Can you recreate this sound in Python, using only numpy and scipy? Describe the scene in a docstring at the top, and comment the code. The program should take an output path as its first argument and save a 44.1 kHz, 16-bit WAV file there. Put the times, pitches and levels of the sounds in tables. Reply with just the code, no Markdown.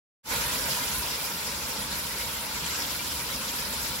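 """A pond, heard from the bank: two paddle wheel aerators churn the water.
Thrown water falls back as a dense, surging rush of spray, drops and sizzling mist: shaped noise and clicks.
Heavier splashes carry gurgles, gulps and a hollow ringing: short dying tones and one wavering tone.
The paddles dig in with low churning noise and a few plunges; the drives hum faintly underneath.
The sound fades in quickly out of silence."""
import sys
import numpy as np
from scipy import signal
from scipy.fft import rfft, irfft
from scipy.io import wavfile

SR = 44100
rng = np.random.default_rng(int(sys.argv[2]) if len(sys.argv) > 2 else 0)


def waveform_to_disk(signal):
    """Save audio, clipped to [-1, 1], as 16-bit WAV at the path in sys.argv[1]."""
    frames = np.transpose(np.atleast_2d(signal))
    scaled = np.clip(frames, -1, 1) * 32767
    samples = np.round(scaled).astype(np.int16)
    wavfile.write(sys.argv[1], SR, samples)


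N = 176400  # samples, 4 s
LEFT_RIGHT = np.array([[1], [-1]])
SURGE_HZ = 29  # drift rate shared by splash and spray
CUTOFF_HZ = 15800


# spray strength, before trim: (time_s, level_db)
SPRAY_LEVEL = [(.33, -30), (.45, -30.5), (.62, -31), (.74, -30), (1.0, -32.5), (1.17, -33.5), (1.4, -34.5),
               (1.5, -34), (1.6, -34.5), (1.95, -33.5), (2.15, -35), (2.25, -33), (2.47, -35),
               (2.67, -31.5), (3.25, -34), (4.0, -33)]
# spray colour, relative: (freq_hz, density_db_per_hz)
SPRAY_SPECTRUM = [(750, -9), (1250, -4.5), (2600, -7.5), (4000, -2), (5400, -1.5), (6500, -6.5), (7400, -2),
                  (7900, -7), (8400, -16.5), (11000, -21)]
# spray and mist position: (time_s, left_minus_right_db)
SPRAY_PAN = [(.3, 2), (.9, 3), (2.6, 3.5), (3.2, 3), (3.8, 4)]
SPRAY_TRIM_DB, SPRAY_SURGE_DB = -1, 0.75
FIZZ_HZ, FIZZ_SPREAD_OCTAVES, FIZZ_PER_S, FIZZ_DB = 3500, .5, 380, -10.5


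def spraying():
    """Drops raining on the pond, the small bubbles they leave, and the mist, panned together."""
    surge_db = SPRAY_TRIM_DB + SPRAY_SURGE_DB * drift(SURGE_HZ)
    spray = from_db(surge_db) * rush(SPRAY_SPECTRUM, patchy_db=2.0, patchy_hz=24.0)
    fizz = from_db(FIZZ_DB) * bubbles(FIZZ_HZ, FIZZ_SPREAD_OCTAVES, FIZZ_PER_S,
                                      cycles=260.0, rise=0.093, size_db=2.0, pan_db=17.0)
    pan = from_db(LEFT_RIGHT * in_time(SPRAY_PAN) / 2)
    return pan * (from_db(in_time(SPRAY_LEVEL)) * (spray + fizz) + misting())


# treble level, before trim: (time_s, level_db)
MIST_LEVEL = [(0.33, -35.5), (0.63, -37), (0.73, -35.5), (1.05, -38), (1.17, -40), (1.23, -37),
              (1.28, -39.5), (1.78, -41.5), (1.82, -37.5), (1.89, -44), (1.95, -39), (2.61, -41),
              (2.86, -38.5), (3.11, -39.5), (3.13, -35.5), (3.19, -40.5), (3.88, -38.5), (4.0, -42)]
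# mist colour, relative: (freq_hz, density_db_per_hz)
MIST_SPECTRUM = [(6000, -29), (8400, -7), (9700, 0.5), (12600, .5), (13300, -3.5), (16000, -3.5)]
MIST_TRIM_DB = 4.5


def misting():
    """The finest mist sizzles as a treble rush with its own flickering level."""
    level_db = in_time(MIST_LEVEL) + MIST_TRIM_DB
    return from_db(level_db) * rush(MIST_SPECTRUM, patchy_db=2.0, patchy_hz=24.0)


# heavier splashes, before trim: (time_s, level_db)
SPLASH_LEVEL = [(0.33, -35.5), (0.62, -39), (0.77, -38), (1.24, -40.5), (2.4, -42), (2.79, -42),
                (2.95, -42), (3.6, -42), (4.0, -42.5)]
# splash colour, relative: (freq_hz, density_db_per_hz)
SPLASH_SPECTRUM = [(200, -11), (370, -8.5), (490, 1), (570, -0.5), (750, -8), (890, -0.5), (1000, -1.5),
                   (1150, -3.5), (1450, -1), (1700, -3), (2300, -2.5), (3000, -9), (5000, -19)]
# a few gulps and plops, short dying tones: (start_s, peak_db, pitch_hz)
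GULPS = [(1.755, -39.5, 860), (2.048, -38.5, 940), (2.102, -39, 1965), (2.79, -36, 933), (2.99, -36, 2336),
         (3.311, -36, 3925), (3.41, -38, 1047), (3.658, -38, 4630)]
SPLASH_TRIM_DB, SPLASH_SURGE_DB = 1.5, 0.94
RING_DB = -10  # against SPLASH_LEVEL
GULP_RISE = 0.019  # fractional pitch rise over a gulp


def splashing():
    """Heavy water falling back, with a gurgle, a hollow ringing and a few gulps and plops."""
    surge_db = SPLASH_TRIM_DB + SPLASH_SURGE_DB * drift(SURGE_HZ)
    splash = from_db(surge_db) * rush(SPLASH_SPECTRUM, patchy_db=2.55, patchy_hz=15.0)
    water = splash + gurgling() + from_db(RING_DB) * ringing()
    return from_db(in_time(SPLASH_LEVEL)) * water + cavities(GULPS, GULP_RISE)


# gurgle of short dying tones: (pitch_hz, level_db against SPLASH_LEVEL)
GURGLES = [(930, -10.5), (1420, -10)]
GURGLE_SPREAD_OCTAVES, GURGLES_PER_S = 0.0885, 90


def gurgling():
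    """A gurgle of short dying tones clustered around two pitches."""
    out = 0
    for pitch_hz, level_db in GURGLES:
        shower = bubbles(pitch_hz, GURGLE_SPREAD_OCTAVES, GURGLES_PER_S,
                         cycles=88.0, rise=0.031, size_db=1.5, pan_db=14.0)
        out = out + from_db(level_db) * shower
    return out


RING_HZ, RING_WIDTH_HZ, RING_WAVER_HZ = 943.5, 20, 42.13


def ringing():
    """Hollow ringing: a narrow tone, unsteady in level and pitch; rms 1."""
    phase = 2 * np.pi * np.cumsum(RING_HZ + RING_WAVER_HZ * drift(4.0)) / SR
    return rms_one(drift(RING_WIDTH_HZ) * np.cos(phase) + drift(RING_WIDTH_HZ) * np.sin(phase))


# low churning, before trim: (time_s, level_db)
CHURN_LEVEL = [(.3, -42), (1.0, -44.5), (1.25, -49.5), (1.9, -44.5), (2.4, -49), (2.7, -47.5), (4.0, -45)]
# churning colour, relative: (freq_hz, density_db_per_hz)
CHURN_SPECTRUM = [(30, -12), (50, 3), (68, 4), (105, -4.5), (142, 4), (168, -2), (198, 1), (245, 0),
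                  (335, -13.5), (500, -10.5), (900, -30.5)]
# heavy plunges of a paddle: (start_s, peak_db, pitch_hz)
PLUNGES = [(.965, -41, 61.4), (1.0, -49, 164), (1.33, -42, 168), (1.78, -42, 196), (2.622, -36.5, 161)]
CHURN_TRIM_DB = 1.33
PLUNGE_RISE = 0.13  # fractional pitch rise over a plunge


def churning():
    """Low tumbling of the water that the paddles dig through, with a few heavy plunges."""
    level_db = in_time(CHURN_LEVEL) + CHURN_TRIM_DB
    tumble = from_db(level_db) * rush(CHURN_SPECTRUM, patchy_db=1.1, patchy_hz=16.0)
    return tumble + cavities(PLUNGES, PLUNGE_RISE)


# hum of motors and gears, mean values: (pitch_hz, level_db)
HUM = [(50, -62), (74, -56.5), (199, -59.5), (299, -60.5)]
HUM_WAVER_DB, HUM_WAVER_SHARE = 2.5, 0.00726  # spread of level, and of pitch as a fraction


def drives():
    """Faint hum lines that waver with the load on the wheels."""
    out = 0
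    for pitch_hz, level_db in HUM:
        wavering_hz = pitch_hz * (1 + HUM_WAVER_SHARE * drift(3.0))
        tone = np.sqrt(2) * np.sin(2 * np.pi * np.cumsum(wavering_hz) / SR)
        out = out + tone * from_db(level_db + HUM_WAVER_DB * drift(1.0))
    return out


TONE_S, TONE_SHORTENS = 0.039, 0.31  # length at 1 kHz; exponent, higher tones die sooner


def cavities(rows, rise):
    """Short tones, as of air cavities: each swells up, rings and dies, rising a little in pitch."""
    out = 0
    for start_s, peak_db, pitch_hz in rows:
        length_s = TONE_S * (1000 / pitch_hz) ** TONE_SHORTENS
        age = np.clip((np.arange(N) / SR - start_s) / length_s, 0, 1)
        swell = np.sin(np.pi * np.sqrt(age)) ** 2
        cycles = pitch_hz * length_s * age * (1 + rise * age / 2) + rng.random()
        out = out + from_db(peak_db) * swell * np.sin(2 * np.pi * cycles)
    return out


def bubbles(centre_hz, spread_octaves, per_s, cycles, rise, size_db, pan_db):
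    """Bubble-like tones born at random, each short, dying and rising in pitch; rms 1."""
    out = np.zeros((2, N + SR))
    draws = rng.standard_normal((3000, 3))
    starts = np.cumsum(rng.exponential(1, len(draws))) * SR / per_s
    for start, (pitch, size, pan) in zip(starts[starts < N].astype(int), draws):
        pitch_hz = min(centre_hz * 2 ** (spread_octaves * pitch), CUTOFF_HZ)
        age = np.arange(0, 1, pitch_hz / (cycles * SR))
        level_db = size_db * min(size, 1.5) - 60 * age  # dies by 60 dB
        tone = np.sin(2 * np.pi * cycles * age * (1 + rise * age / 2)) * from_db(level_db)
        out[:, start:start + len(age)] += tone * from_db(LEFT_RIGHT * pan_db * np.tanh(pan) / 2)
    return rms_one(out[:, :N])


# likeness of left and right: (freq_hz, likeness_0_to_1)
LIKENESS = [(50, .88), (220, .88), (350, .7), (570, .79), (770, .3), (960, .76), (1170, .4), (1650, .42),
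            (2000, .15), (2400, .35), (4000, .13), (5400, .18), (15000, .05)]
# balance within a rush: (freq_hz, left_minus_right_db)
BALANCE = [(1000, -1), (3500, -3), (7000, -3.5), (11000, -5), (15000, -5)]
# phase by which left leads right: (freq_hz, lead_rad)
LEFT_LEAD = [(450, 0), (600, .1), (770, .6), (1000, .2), (1180, 1.8), (1420, .8), (1750, 2.9), (2200, 4.7),
             (2500, 6), (3300, 6.3), (4500, 9.5), (7000, 15), (16000, 35)]


def rush(spectrum, patchy_db, patchy_hz):
    """Stereo shower of a given colour, each third of an octave swelling and ebbing by itself; rms 1."""
    hz = np.arange(N // 2 + 1) * SR / N
    mid, side = rfft(impacts()) * from_db(at_hz(spectrum, hz))
    alike = np.clip(at_hz(LIKENESS, hz), 0, 1)
    pair = np.sqrt(1 + alike) * mid + LEFT_RIGHT * np.sqrt(1 - alike) * side
    pair = pair * from_db(LEFT_RIGHT * at_hz(BALANCE, hz) / 2)
    pair[1] *= np.exp(-1j * at_hz(LEFT_LEAD, hz))
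    out = 0
    for centre_hz in 2 ** np.arange(4, 14.5, 1 / 3):
        # overlapping triangles on a log-frequency axis
        band = np.maximum(0, 1 - 3 * np.abs(np.log2((hz + 1e-9) / centre_hz)))
        out = out + irfft(pair * band, N) * from_db(patchy_db * drift(patchy_hz))
    return rms_one(out)


DROPS_PER_S, DROP_SPREAD_DB, DROP_POWER_SHARE = 5400, 2, 0.39


def impacts():
    """Two unrelated showers of drop impacts of uneven size over the blur of countless smaller ones."""
    size_db = DROP_SPREAD_DB * np.minimum(rng.exponential(1, (2, N)), 5)
    sizes = from_db(size_db) * rng.choice([-1, 1], (2, N))
    clicks = rms_one(sizes * (rng.random((2, N)) < DROPS_PER_S / SR))
    blur = rng.standard_normal((2, N))
    return np.sqrt(DROP_POWER_SHARE) * clicks + np.sqrt(1 - DROP_POWER_SHARE) * blur


def drift(rate_hz):
    """Slow random motion, rms 1: noise sampled at SR / 40 through a two-pole low-pass with its corner near
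    rate_hz."""
    r = np.exp(-80 * np.pi * rate_hz / SR)
    noise = rng.standard_normal(N // 40 + 2002)
    slow = signal.lfilter([1], [1, -2 * r, r * r], noise)[2000:]  # drop the filter's run-in
    return np.interp(np.arange(N) / 40, np.arange(len(slow)), rms_one(slow))


def from_db(db):
    """Decibels to gain."""
    return 10 ** (np.asarray(db) / 20)


def rms_one(x):
    """Scale to rms 1."""
    return x / np.sqrt(np.mean(x ** 2) + 1e-20)


def in_time(rows):
    """A curve of (time_s, value) at every sample."""
    return np.interp(np.arange(N) / SR, *np.transpose(rows))


def at_hz(points, hz):
    """Read a table of (freq_hz, value) on a log-frequency axis."""
    freq_hz, value = np.transpose(points)
    return np.interp(np.log(hz + 1e-9), np.log(freq_hz), value)


def scene():
    """Both wheels at work on the pond."""
    return spraying() + splashing() + churning() + drives()


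START_S, FADE_S, LOW_CUT_HZ = 0.23, 0.11, 41


def record(dry):
    """A quick fade-in; the microphone drops the deepest bass, and the top is cut steeply."""
    fade = np.clip((np.arange(N) / SR - START_S) / FADE_S, 0, 1)
    high_pass = signal.butter(4, LOW_CUT_HZ, "high", fs=SR, output="sos")
    low_pass = signal.ellip(14, .1, 80, CUTOFF_HZ, fs=SR, output="sos")
    faded = signal.sosfilt(high_pass, dry) * np.sin(fade * np.pi / 2) ** 2
    return signal.sosfilt(low_pass, faded)


dry = scene()
out = record(dry)
waveform_to_disk(out)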